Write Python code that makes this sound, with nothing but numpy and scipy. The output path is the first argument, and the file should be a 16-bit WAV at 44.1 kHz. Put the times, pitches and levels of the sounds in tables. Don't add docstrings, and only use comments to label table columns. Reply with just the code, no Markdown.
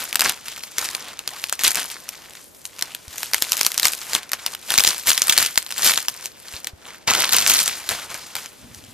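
import sys
import numpy as np
from scipy import signal
from scipy.fft import rfft, irfft, next_fast_len
from scipy.io import wavfile

SR = 44100
rng = np.random.default_rng(int(sys.argv[2]) if len(sys.argv) > 2 else 0)


def put_to_file(sound):
    columns = np.atleast_2d(sound).T
    safe = np.clip(columns, -1, 1)
    whole_steps = np.round(safe * 32767)
    wavfile.write(sys.argv[1], SR, whole_steps.astype(np.int16))


def natural_amplitude(level_db):
    exponent = np.asarray(level_db, float) / 20
    return 10 ** exponent


N = 393813

# time in seconds, rustle level in dB, treble against middle in dB (a tilt control).
RESTING_TOUCH = [(0.0, -67, 0), (0.289, -43.5, -7.5), (0.668, -44.5, 4), (1.117, -64, -11.5),
                 (1.347, -51, 1), (1.68, -58, 4.5), (2.305, -45, -6.5), (2.52, -63, 24), (2.854, -40, -8.5),
                 (3.05, -54, 2), (4.001, -53, 6), (4.22, -52, -7.5), (4.62, -50, 0), (5.02, -44, 6.5),
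                 (6.4, -52, 4.5), (6.934, -69, -10.5), (7.613, -34.5, 8), (8.082, -44.5, -7),
                 (8.93, -48.5, 5)]
# start in seconds, height of the tallest swings in dB.
BUCKLING_CREASES = [(0.1282, -7), (0.1454, -14), (0.156, 0), (0.194, -4), (0.1983, -8.5), (0.2074, 1),
                    (0.2169, -2.5), (0.2552, -8), (0.2948, -1.5), (0.3214, -14), (0.4828, -10.5),
                    (0.5621, -20), (0.636, -14.5), (0.7831, -2.5), (0.7964, -19), (0.8145, -12),
                    (0.857, -11.5), (0.8882, -13), (0.9318, -20), (0.9495, -7.5), (1.1913, -11),
                    (1.276, -7.5), (1.4398, -6.5), (1.4955, -12.5), (1.5261, -2), (1.5928, -9),
                    (1.6356, -1), (1.6466, 1), (1.655, -12), (1.6609, -3), (1.666, -5), (1.6786, -6),
                    (1.6975, -21), (1.7467, -7.5), (1.7554, -5), (1.9014, -16), (1.9428, -22),
                    (2.0899, -11.5), (2.6532, -13), (2.792, -15), (2.811, -15), (2.824, -4.5),
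                    (2.9485, -11), (3.0807, -22), (3.1812, -10.5), (3.2309, -7), (3.3344, -1),
                    (3.3443, 2.5), (3.4221, 2), (3.5139, -23), (3.5198, 3.5), (3.5311, -4.5), (3.5685, -9),
                    (3.5932, -11), (3.6114, 1), (3.6315, -5.5), (3.6493, -5), (3.6647, 5), (3.7178, -9.5),
                    (3.7435, -13), (3.7778, -1.5), (3.7973, -3), (3.8308, -2), (3.8465, -8), (3.8536, 5.5),
                    (3.869, -4), (3.8823, -4.5), (3.934, -7), (4.1327, -4), (4.15, 1.5), (4.2313, -21.5),
                    (4.2926, -21.5), (4.3175, -8), (4.3328, -1.5), (4.4628, -3), (4.5373, -15),
                    (4.5489, -13), (4.7045, -1.5), (4.7198, -6), (4.7397, -3), (4.757, -8), (4.778, 6),
                    (4.7848, 10), (4.7959, -1.5), (4.805, 1), (4.8371, -1), (4.849, 2.5), (4.8751, 7.5),
                    (4.8882, -1), (4.9327, -24), (5.0713, -7), (5.0874, -6), (5.1034, 0.5), (5.1162, 0.5),
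                    (5.169, -16), (5.1776, -1), (5.219, 5.5), (5.2815, -4), (5.2961, 13.5), (5.3247, -2),
                    (5.3773, 9), (5.3851, 3.5), (5.417, -6), (5.4267, -2), (5.4624, -4), (5.5574, -11),
                    (5.5763, 7.5), (5.6268, -15), (5.6643, -15), (5.691, -21), (5.706, -15), (5.7135, -14),
                    (5.7234, -11.5), (5.8312, -5.5), (5.8834, -8), (5.9554, -19), (5.9757, 1), (6.0835, -2),
                    (6.2572, -10.5), (6.645, -12.5), (6.6708, -9), (6.8862, -26), (6.9456, -24.5),
                    (7.1362, -2), (7.1514, -0.5), (7.1895, -12), (7.2067, -12), (7.2209, -4), (7.3239, 0),
                    (7.3455, -2), (7.3667, -1.5), (7.4036, -7), (7.4989, 4.5), (7.6775, -4), (7.8905, -4.5),
                    (8.1433, -15.5), (8.3533, -9.5), (8.3654, -13.5), (8.4594, -19), (8.7465, -22.5),
                    (8.8394, -27)]
# peak time in seconds, peak level in dB,
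# seconds to swell by 20 dB, seconds to fade by 20 dB.
SLEEVE_TUGS = [(0.0, -28, .05, .15), (0.27, -19.5, .11, .07), (0.489, -38, .16, .5), (0.808, -29, .08, .42),
               (1.107, -38, .2, .07), (1.437, -36, .34, .17), (1.612, -25, .02, .03),
               (1.645, -24, .02, .15), (1.684, -17, .06, .04), (1.775, -22, .03, .12),
               (1.916, -37, .08, .33), (2.395, -45, .9, .1), (3.223, -32, .14, .1), (3.56, -31, .5, .4),
               (3.861, -24, .1, .11), (4.151, -26.5, .22, .1), (4.46, -37, .3, .2), (4.72, -25, .07, .3),
               (4.889, -24.5, .2, .15), (5.078, -15.5, .02, .085), (5.27, -30, .3, .4),
               (5.418, -20.5, .13, .125), (5.865, -14, .09, .13), (6.266, -40, .7, .08),
               (6.57, -36, .2, .1), (6.904, -38.5, .13, .19), (7.076, -15, .004, .2), (7.19, -21, .02, .4),
               (7.327, -21, .008, .4), (7.5, -18.5, .12, .3), (7.893, -24, .003, .25),
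               (8.102, -31, .004, .25), (8.265, -38, .004, .15), (8.355, -28, .004, .14)]
# pitch in Hz, gain in dB.
FILM_COLOUR = [(18, -47), (30, -9), (200, -7.5), (500, -5.5), (1000, 0.5), (3780, 1), (14000, -6)]
# time in seconds, lag of the left channel in samples.
LEFT_LAG_CURVE = [(0, .8), (1.6, 1.1), (3.1, 0), (3.8, .2), (4.3, 1), (7.3, 1.8), (8.9, .8)]
# start in seconds, length in seconds,
# first pitch in Hz, last pitch in Hz, level in dB.
FINGER_SQUEAK = (1.31, .09, 600, 1790, -42)
# start in seconds, level in dB before the decay.
LANDINGS = [(3.079, -31), (6.54, -31.5), (6.733, -29.5)]
# time in seconds, rumble level in dB.
DRAG_LEVEL = [(8.56, -77), (8.62, -45), (8.74, -48), (8.93, -50.5)]
# pitch in Hz, width in Hz, relative level in dB.
BEDDING_RESONANCES = [(90, 90, 0), (230, 70, -2)]
# pitch in Hz, relative gain in dB.
HISS_COLOUR = [(24, -22), (40, 2), (582, 3.5), (1000, -3.5), (14000, -21.5)]


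def rms_one(x):
    return x / np.sqrt(np.mean(x ** 2) + 1e-20)


def in_time(rows):
    seconds, *columns = np.transpose(rows)
    return [np.interp(np.arange(N) / SR, seconds, column) for column in columns]


def at_hz(points, hz):
    table_hz, table_db = np.transpose(points)
    return np.interp(np.log(hz + 1), np.log(table_hz + 1), table_db)


def coloured(x, points):
    size = next_fast_len(x.shape[-1])
    gain = natural_amplitude(at_hz(points, np.fft.rfftfreq(size, 1 / SR)))
    return irfft(rfft(x, size) * gain, size)[..., :x.shape[-1]]


def resonance(x, hz, width):
    r = np.exp(-np.pi * width / SR)
    top = np.array([1, 0, -1]) * (1 - r * r) / 2
    bottom = [1, -2 * r * np.cos(2 * np.pi * hz / SR), r * r]
    return signal.lfilter(top, bottom, x + 1e-18)


def drift(rate_hz):
    r = np.exp(-80 * np.pi * rate_hz / SR)
    white = rng.standard_normal(N // 40 + 2002)
    slow = signal.lfilter([1], [1, -2 * r, r * r], white)[2000:]
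    return np.interp(np.arange(N) / 40, np.arange(len(slow)), rms_one(slow))


def lags():
    wander = 0.28 * drift(2.4)
    jitter = 0.46 * rng.standard_normal(N)
    return np.round(in_time(LEFT_LAG_CURVE)[0] + wander + jitter).astype(int)


def steady_hiss():
    level_db = -51.5
    return natural_amplitude(level_db) * rms_one(coloured(rng.standard_normal((2, N)), HISS_COLOUR))


def room(x):
    t60_s, level_db = 0.16, -20
    t = np.arange(int(t60_s * SR)) / SR
    tail = rng.standard_normal((2, len(t))) * natural_amplitude(-60 * t / t60_s) * (t > 0.003)
    tail *= natural_amplitude(level_db) / np.sqrt(np.sum(tail ** 2, axis=1, keepdims=True))
    return signal.fftconvolve(x, tail, axes=1)[:, :N]


def landings():
    t, sound = np.arange(N) / SR, np.zeros(N)
    for start, level_db in LANDINGS:
        since = t - start
        fade = np.exp(-np.abs(since) / 0.009)
        sound += natural_amplitude(level_db) * (since > 0) * np.sin(2 * np.pi * 78 * since) * fade
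    return sound


def bedding_drag():
    noise = rng.standard_normal(N) + 0.49 * rng.standard_normal((2, N))
    lumpy = natural_amplitude(2.4 * drift(30)) * noise
    drag = np.zeros((2, N))
    for hz, width, level_db in BEDDING_RESONANCES:
        band = resonance(resonance(lumpy, hz, width), hz, width)
        drag += natural_amplitude(level_db) * rms_one(band)
    return natural_amplitude(in_time(DRAG_LEVEL)[0]) * rms_one(drag)


def squeak():
    start, length, first_hz, last_hz, level_db = FINGER_SQUEAK
    part = np.clip((np.arange(N) / SR - start) / length, 0, 1)
    hz = first_hz * (last_hz / first_hz) ** part * (1 + 0.047 * drift(40))
    swell = np.sqrt(np.sin(np.pi * part).clip(0))
    roughness = 1 + 0.5 * drift(150)
    return swell * natural_amplitude(level_db) * roughness * np.sin(2 * np.pi * np.cumsum(hz) / SR)


def film_gain(hz, treble_db):
    tilt = np.clip(np.log2(hz / 2500) / 3.44, -0.4, 1.2)
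    return natural_amplitude(at_hz(FILM_COLOUR, hz) + tilt * treble_db)


def slide(treble_db):
    grains_per_s = 24000
    at = np.flatnonzero(rng.random(N) < grains_per_s / SR)
    size = natural_amplitude(2.0 * np.minimum(rng.exponential(1, N), 4)) * rng.choice([-1, 1], N)
    patch, lag = rng.integers(0, 16, N), lags()
    uneven, out = rng.standard_normal(N), np.zeros((2, N))
    for k, hz in enumerate(np.geomspace(50, 14000, 16)):
        mine, clicks = at[patch[at] == k], np.zeros((2, N))
        clicks[0, np.clip(mine + lag[mine], 0, N - 1)] = size[mine]
        clicks[1, mine] = size[mine] * (1 + min(0.8, 120 / hz) * uneven[mine])
        flicker = natural_amplitude(2.43 * drift(17))
        out += film_gain(hz, treble_db) * flicker * resonance(clicks, hz, hz / 2.4)
    return rms_one(out)


def crackle(per_s, treble_db):
    size = natural_amplitude(6 * np.minimum(rng.exponential(1, N), 2.0))
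    born = (rng.random(N) < per_s / SR) * size
    crease, white, sound = rng.integers(0, 5, N), rng.standard_normal(N), np.zeros(N)
    r = np.exp(-1 / (0.00032 * SR))
    for k in range(5):
        hz = 1300 * 1.8 ** k
        swell = signal.lfilter([1], [1, -2 * r, r * r], born * (crease == k) + 1e-18)
        sound += film_gain(hz, treble_db) * resonance(white * swell, hz, hz * 0.92)
    lag = np.round(in_time(LEFT_LAG_CURVE)[0] + 0.89 * drift(37)).astype(int)
    later = np.arange(N) - lag
    return rms_one(np.stack([sound[later.clip(0, N - 1)], sound]))


def jerks(per_s, fade_s, depth):
    starts = (rng.random(N) < per_s / SR) * rng.random(N)
    rises = signal.lfilter([1], [1, -np.exp(-1 / (fade_s * SR))], starts)
    return (1 + depth * rises) / (1 + depth * rises.mean())


def effort_db(resting_db):
    t = np.arange(0, N, 44) / SR
    # swells in 5 ms, fades in 38 ms (per 20 dB)
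    after = [(s, min(peak_db, 0) - 27, 0.005, 0.038) for s, peak_db in BUCKLING_CREASES]
    s, peak_db, swell_s, fade_s = np.transpose(list(SLEEVE_TUGS) + after)[:, :, None]
    away = np.where(t < s, (s - t) / swell_s, (t - s) / fade_s)
    power = natural_amplitude(2 * peak_db - 40 * away).sum(axis=0)
    return 10 * np.log10(natural_amplitude(resting_db) ** 2 + np.interp(np.arange(N) / SR, t, power))


def rustle():
    resting_db, treble_db = in_time(RESTING_TOUCH)
    level_db = effort_db(resting_db)
    effort = np.clip((level_db + 57.5) / 35, 0, 1)
    slip = jerks(per_s=70, fade_s=0.008, depth=0.8)
    hiss = natural_amplitude(0.6) * slip * slide(treble_db)
    fine = crackle((60 + 260 * effort) * slip ** 2, treble_db)
    crackle_db = -0.6 - 8 * (np.arange(N) > 7.7 * SR)
    return natural_amplitude(level_db) * (hiss + natural_amplitude(crackle_db) * fine)


def snaps():
    ring_hz, ring_spread_db = 3770, 3.0
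    out, t = np.zeros((2, N + 2048)), np.arange(1024) / SR
    lag, treble_db = lags(), in_time(RESTING_TOUCH)[1]
    for start, peak_db in BUCKLING_CREASES:
        at = int(start * SR)
        white = rng.standard_normal(1024)
        long, high = rng.standard_normal(2)
        hz = np.clip(ring_hz * natural_amplitude(0.35 * treble_db[at] + ring_spread_db * high), 1000, 11000)
        swell = t / (0.00045 * natural_amplitude(1.53 * long + 0.063 * peak_db))
        burst = white * (swell * np.exp(1 - swell) + 0.04 * np.exp(-t / 0.012))
        upper_mode = rms_one(resonance(burst, hz, hz / 3))
        lower_mode = rms_one(resonance(burst, hz / 2.12, hz / 7))
        sound = 0.49 * upper_mode + 0.2 * lower_mode + rms_one(burst)
        sound = signal.lfilter([1, -1], [1, -0.84], sound)
        sound *= natural_amplitude(peak_db) / np.sort(np.abs(sound))[-3]
        out[0, at + lag[at]:at + lag[at] + 1024] += sound
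        out[1, at:at + 1024] += sound
    return out[:, :N]


def scene():
    film = rustle() + snaps() + squeak()
    return film + room(film) + landings() + bedding_drag() + steady_hiss()


def band_limit(x):
    return signal.sosfilt(signal.butter(12, 15510, fs=SR, output="sos"), x)


def record(dry):
    bright_left = coloured(dry[0], [(3500, 0.2), (15000, 3.6)])
    both = np.stack([bright_left, dry[1]])
    top_cut = signal.ellip(10, 0.5, 50, 14250, fs=SR, output="sos")
    mix = np.clip(signal.sosfilt(top_cut, both), -1, 1)
    return band_limit(mix)


dry = scene()
out = record(dry)
put_to_file(out)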